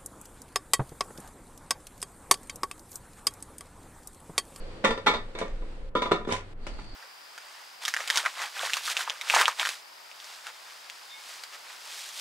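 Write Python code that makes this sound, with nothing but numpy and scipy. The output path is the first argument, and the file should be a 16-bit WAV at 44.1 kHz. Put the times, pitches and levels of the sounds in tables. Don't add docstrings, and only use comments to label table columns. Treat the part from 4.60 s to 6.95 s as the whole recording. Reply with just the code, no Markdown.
import sys
import numpy as np
from scipy import signal
from scipy.fft import rfft, irfft, next_fast_len
from scipy.io import wavfile
from scipy.ndimage import uniform_filter1d, map_coordinates

SR = 44100
rng = np.random.default_rng(int(sys.argv[2]) if len(sys.argv) > 2 else 0)


def boost_factor(decibels):
    exponent = np.asarray(decibels, float) / 20
    return 10 ** exponent


def transcribe(u):
    v = np.clip(np.atleast_2d(u).T, -1, 1)
    q = np.round(v * 32767).astype(np.int16)
    wavfile.write(sys.argv[1], SR, q)


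N = 103635

# f/Hz, level per Hz/dB
CLATTER = [(90, -24), (280, -2.5), (500, -1), (1300, -10.5), (2200, -10.5), (4300, -22), (8500, -30),
           (15500, -57.5)]
# f/Hz, likeness (1 = the same)
ROOM_ALIKE = [(60, 0.78), (180, 0.89), (550, 0.7), (1650, 0.032), (4970, 0.07), (15000, -0.28)]
# f/Hz, likeness (1 = the same)
LID_ALIKE = [(200, 0.99), (600, 0.78), (1500, 0.23), (5000, 0.3)]


def unit(x):
    return x / np.sqrt(np.mean(x ** 2) + 1e-20)


def along(points, hz):
    f, v = np.transpose(points)
    return np.interp(np.log(hz + 1), np.log(f + 1), v)


def curve(rows):
    return np.interp(np.arange(N) / SR, *np.transpose(rows))


def wobble(rate):
    knots = rng.standard_normal(int(N * rate / SR) + 4)
    return map_coordinates(knots, [np.arange(N) * rate / SR])


def filtered(x, response):
    m = next_fast_len(x.shape[-1] + 2048)
    spectrum = rfft(x, m) * response(np.fft.rfftfreq(m, 1 / SR))
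    return irfft(spectrum, m)[..., :x.shape[-1]]


def rush(gain, alike, size=N):
    def middle_and_side(hz):
        turn = np.arccos(np.clip(along(alike, hz), -1, 1)) / 2
        return gain(hz) * [np.cos(turn), np.sin(turn)]
    mid, side = filtered(rng.standard_normal((2, size)), middle_and_side)
    return unit(np.array([mid + side, mid - side]))


def band(centre_hz, width_hz):
    return lambda hz: 1 / (1 + (2 * (hz - centre_hz) / width_hz) ** 2)


def tilt(hz, hard):
    return boost_factor(hard * np.log2((hz + 50) / 950))


def clatter(hard, size=N):
    return rush(lambda hz: boost_factor(along(CLATTER, hz)) * tilt(hz, hard), LID_ALIKE, size=size)


def dying(x, t60s):
    hz, t, z = signal.stft(x, SR, nperseg=128)
    fade = boost_factor(-60 * t / along(t60s, hz)[:, None])
    return signal.istft(z * fade, SR, nperseg=128)[1][:, :x.shape[1]]


def late(x, lag_s):
    return filtered(x, lambda hz: np.exp(1j * np.pi * hz * lag_s * np.array([[-1], [1]])))


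def kitchen():
    # f/Hz, level per Hz/dB
    tone_colour = [(110, -2.5), (350, -5), (700, -11.5), (1500, -14.5), (4500, -23.5), (6000, -32),
                   (9000, -31.5), (15500, -58)]
    # t/s, level/dB
    tone_level = [(0, -47), (.7, -49.5), (1.1, -49), (1.28, -54), (1.9, -51.5), (2.1, -49), (2.35, -49)]
    drone_level = [(0, -51.5), (1.2, -54), (1.7, -61), (2.35, -81)]
    jet_level = [(0, -60), (.6, -77), (1.9, -85), (2.05, -59), (2.35, -54.5)]
    sway = boost_factor(1.2 * wobble(8))
    tone = sway * boost_factor(curve(tone_level)) * rush(lambda hz: boost_factor(along(tone_colour, hz)) * (hz > 35), ROOM_ALIKE)
    drone = boost_factor(curve(drone_level) + 0.56 * wobble(18.6)) * rush(band(507, 118), ROOM_ALIKE)
    jet = boost_factor(curve(jet_level)) * rush(band(4525, 470), ROOM_ALIKE)
    hum = boost_factor(-59.5) * rush(band(100, 2.7), ROOM_ALIKE)
    return tone + drone + jet + hum


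def air():
    # f/Hz, level per Hz/dB
    rumble = [(9, -24), (20, 3), (27, -7), (40, -14.5), (62, -24), (80, -31.5), (130, -68)]
    # t/s, level/dB
    puffs = [(0, -32), (.25, -53), (.31, -30), (.39, -53), (.61, -35.5), (.86, -44.5), (.91, -31),
             (1.02, -30.5), (1.14, -38.5), (1.27, -35), (1.35, -41.5), (1.66, -40), (1.89, -45),
             (2.02, -33.5), (2.08, -38.5), (2.15, -34), (2.23, -43), (2.35, -38.5)]
    x = rush(lambda hz: boost_factor(along(rumble, hz)) * (hz < 130) * (hz > 8), [(20, 0.97), (100, 1.0)])
    power = uniform_filter1d((x ** 2).mean(0), 3000)
    steady = x / np.sqrt(np.abs(power) + 0.014)
    return boost_factor(curve(puffs)) * steady


def bumps():
    # t/s, level/dB, f/Hz
    thumps = [
        (0.302, -39, 99.7),
        (0.601, -38, 100),
        (1.712, -29.5, 97.4),
        (2.06, -40.5, 95.4),
    ]
    rise_s, t60_s = 0.013, 0.28
    out = np.zeros(N)
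    for s, db, hz in thumps:
        after = np.maximum(np.arange(N) / SR - s, 0)
        swell = boost_factor(db - 60 * after / t60_s) * (1 - np.exp(-after / rise_s))
        out += swell * np.sin(2 * np.pi * hz * after)
    return out


def walls(x):
    # f/Hz, t60/s
    fading = [(200, 0.27), (2000, 0.29), (10000, 0.14)]
    tail = dying(rush(np.ones_like, LID_ALIKE, size=SR // 2), fading)
    tail = tail / np.linalg.norm(tail[0])
    source = np.pad(x.mean(0), (200, 0))[None]
    return signal.fftconvolve(source, tail, axes=1)[:, :N]


def scrapes():
    # start t/s, peak t/s, end t/s, level/dB, hardness/(dB per octave)
    slides = [
        (1.668, 1.726, 1.809, -31.5, 3),
        (0.7875, 0.79, 0.98, -41, 1),
        (2.1, 2.22, 2.38, -54.5, 4),
    ]
    # f/Hz, width/Hz, level/dB
    tones = [(993, 30, 0), (1404, 50, -15), (2225, 120, -17), (3050, 150, -22), (3700, 300, -21)]
    # t/s, level/dB
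    singing = [(1.702, -57), (1.71, -29), (1.73, -31.5), (1.754, -32), (1.766, -56.5), (1.81, -62),
               (1.83, -77)]

    def lid_colour(hz):
        return sum(boost_factor(db) * band(centre, width)(hz) for centre, width, db in tones)

    out = boost_factor(curve([(0.0069, -120)] + singing + [(1.76, -120)])) * rush(lid_colour, LID_ALIKE)
    edge_db, slip_db = -24.5, 5
    for start, peak, end, db, hard in slides:
        push = curve([(start - .002, -90), (start, edge_db), (peak, 0), (end, edge_db), (end + .06, -60)])
        grit = clatter(hard)
        out += boost_factor(db + push + slip_db * wobble(300)) * grit
    return out


def ring(grip, hard, free, t):
    pot_hz = [180, 226, 268, 405, 448, 522, 575, 640, 790]
    lid_hz = [870, 991, 1165, 1235, 1300, 1379, 2370, 1773, 1872, 1970, 2225, 4150, 3600, 4720]
    pot_t60 = [0.37, 0.49, 0.13, 0.17, 0.12, 0.15, 0.042, 0.015, 0.036]
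    lid_t60 = [.1, 0.13, .1, 0.075, 0.056, 0.15, .14, 0.19, 0.23, 0.099, .22, 0.15, 0.12, 0.23]
    hz = np.concatenate((pot_hz, lid_hz))
    t60 = np.concatenate((pot_t60, lid_t60))
    lines = np.where(hz > 2500, 5, 1)
    columns = (np.arange(len(hz)), hz, np.concatenate(grip), t60, lines)
    order, hz, db, t60, lines = (np.repeat(v, lines)[:, None] for v in columns)
    turn = np.arccos(np.clip(along(LID_ALIKE, hz), 0, 1)) / 3 * np.cos(np.pi * order)
    spread_hz = 140 * (lines > 1) * np.minimum(hz / 3600, 1) ** 3
    hz = hz + spread_hz * rng.standard_normal(hz.shape)
    fade = boost_factor(db - 60 * t / (t60 * free))
    rise = 1 - np.exp(-t / 0.0035)
    size = fade * tilt(hz, hard) * rise * 1.327 / lines ** 0.53
    return np.array([(size * np.sin(2 * np.pi * hz * t + side * turn)).sum(0) for side in (1, -1)])


def clanks():
    # t/s, level/dB, hardness/(dB per octave), ring length under the hand (0 to 1)
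    set_down = [
        (.241, -8.5, -1.5, 0.41),
        (.2465, -5.5, 1.5, .9),
        (.252, -15, -0.5, 0.58),
        (.275, -18.5, 3, 0.73),
    ]
    rebound = [
        (.289, -24.5, -11.5, 0.69),
        (.3065, -12.5, 0.5, 0.76),
        (.376, -20.5, 0, 0.55),
    ]
    drop = [
        (.4625, -13.5, 1, 0.6),
        (.467, -5, 1.2, 0.81),
        (.479, -7.5, 0.5, 0.9),
    ]
    rattle = [
        (.51, -25, 1.6, 0.66),
        (.538, -15, 0.22, 0.66),
        (.546, -18, 0, 0.51),
        (.555, -26, 0.34, 0.65),
        (.568, -26, 0, 0.8),
    ]
    shift = [
        (.751, -24.5, 0, 0.7),
        (.776, -26, -2, 0.61),
        (.803, -33, 2, .4),
        (.814, -15.5, -2.5, 0.67),
        (.833, -30, -7, 0.4),
        (.848, -30, -9, 0.42),
        (1.02, -31, -4.5, 0.58),
    ]
    press = [
        (1.352, -12, -1.64, 0.99),
        (1.366, -19.5, 1, 1),
    ]
    rock = [
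        (1.42, -12.5, 0.53, 0.9),
        (1.4575, -17, -1.1, 0.96),
    ]
    seat = [
        (1.512, -9.5, -4, 0.21),
        (1.517, -4, -0.82, 0.59),
        (1.56, -29, 2, 1),
        (1.6, -32.5, -11, 0.58),
    ]
    turned = [
        (1.6495, -23, -2.5, 0.28),
        (1.673, -14.5, -7.5, 0.2),
        (1.689, -18, -4, 0.77),
    ]
    touch = [
        (2.067, -29, -.6, .4),
        (2.1895, -27, -2, .3),
    ]
    ticks = [(.7875, -18, 4, 0.57), (1.69, -30, -2.5, 0.21), (1.712, -21, 1, 0.33), (1.7255, -19, 6, 0.41),
             (1.742, -25, -1, .3), (1.766, -23, 3, .3), (2.067, -19.5, 1.95, 0.82),
             (.376, -21.5, -3.5, 0.25), (.4665, -25, -0.5, 0.5)]
    # pot levels/dB, lid levels/dB
    loose = [-40, -12.5, -13, -13.5, -22, -1.5, 3, -19, -12], [-5, -3, 0, -7, -26, -3, -14, -9.5, -7.5, -7,
             -15.5, -33, -6, -41]
    lifted = [-40, -16, -16, -16, 0.5, -1, -21, -18, -21], [-8, -3.5, -8.5, -24, -22, -6.5, -26, -12.5, -17,
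              -17, -14.5, -32, -5, -18]
    tilted = [-31, -24.5, -19, -9.5, -7, -17, -25, -10.5, -15], [-0.5, -7, -5, 1, -33, 0, -11, -12.5, -11,
              -5, -9, -15.5, -4, -29]
    rolling = [-35, -15, -27, -10.5, -12, -13, -6, -9, -25], [-7, -6, -6, -11, -24, -11, -23, -13.5, -14,
               -9, -29, -15, -0.5, -18]
    low_held = [-48, -20.5, -12, -21.5, -0.5, 1, -1.5, -29, -16], [-10.5, -5, -3.5, -7.5, -33, -10.5, -23,
                -18, -9, -13, -9, -17, -2.5, -26]
    held = [-45, -20, -9.5, -35, -6.5, 3.5, 2.5, -23, -29], [-30, -0.5, -16, 7, -26, -1.5, -25, -21.5,
            -12.5, -28, -14, -21, -3.5, -23]
    rocking = [-38, -25, -24, -20, -8, -3.5, 1.5, -23, -27], [-17, 1.5, -4, -1, -19, -11, -16, -22, -16,
               -13.5, -12.5, -20.5, -5, -28]
    seated = [-27, -18.5, -27, -1.5, -10, -12, -24, -24, -37], [-35, -4.5, -22, 2, 2.5, -12.5, -15.5, -19,
              -22, -31, -16, -16.5, -5.5, -27]
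    turning = [-21, -17.5, -18, -1, -4.5, -6, -12, -13, -25], [-14, -4.5, 0, -8, -22, -5.5, -18, -12, -19,
               -25, -22, -29, -2, -29]
    # f/Hz, t60/s
    clatter_dies = [(200, 0.21), (1500, 0.11), (5000, 0.28), (14000, 0.093)]
    moves = [(set_down, loose), (rebound, lifted), (drop, tilted), (rattle, rolling), (shift, low_held),
             (press, held), (rock, rocking), (seat, seated), (turned, turning), (touch, tilted), (ticks, None)]
    out = np.zeros((2, N + SR))
    t = np.arange(SR // 4) / SR
    blow = 1 + boost_factor(-0.5) * np.exp(-t / 0.0065)
    for hits, grip in moves:
        for s, db, hard, free in hits:
            noise = clatter(hard, len(t))
            hit = boost_factor(-13) * dying(noise, np.multiply(clatter_dies, [1, free]))
            if grip:
                hit = hit + boost_factor(-7.5) * ring(grip, hard, free, t)
            start = round(s * SR)
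            out[:, start:start + len(t)] += boost_factor(db) * hit * blow / 2
    return out[:, :N]


def scene():
    lid = clanks() + scrapes()
    room = boost_factor(-5.5) * walls(lid) + kitchen()
    return late(lid, 0.00007) + late(room, 0.00012) + bumps() + air()


def top_cut(x):
    return signal.sosfilt(signal.butter(12, 15610, fs=SR, output="sos"), x)


def record(dry):
    # f/Hz, level/dB
    microphone = [(8800, -0.5), (10500, -7), (15400, -9.5), (15700, -51)]
    # start t/s, held until t/s, back by t/s, treble level/dB
    mutes = [
        (1.298, 1.3505, 1.3515, -25),
        (1.937, 1.965, 2.06, -22),
    ]
    x = filtered(dry, lambda hz: boost_factor(along(microphone, hz)))
    ceiling = .62
    x = x / (1 + np.abs(x / ceiling) ** 4) ** .25
    for start, held, back, db in mutes:
        dull = filtered(x, lambda hz: np.maximum(1 / (1 + (hz / 1960) ** 2), boost_factor(db)))
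        share = curve([(start - .004, 0), (start, 1), (held, 1), (back, 0)]) ** 1.1
        x = share * dull + (1 - share) * x
    hiss = boost_factor(-84) * rush(lambda hz: hz < 15600, [(1000, 0)])
    return top_cut(x + hiss)


dry = scene()
out = record(dry)
transcribe(out)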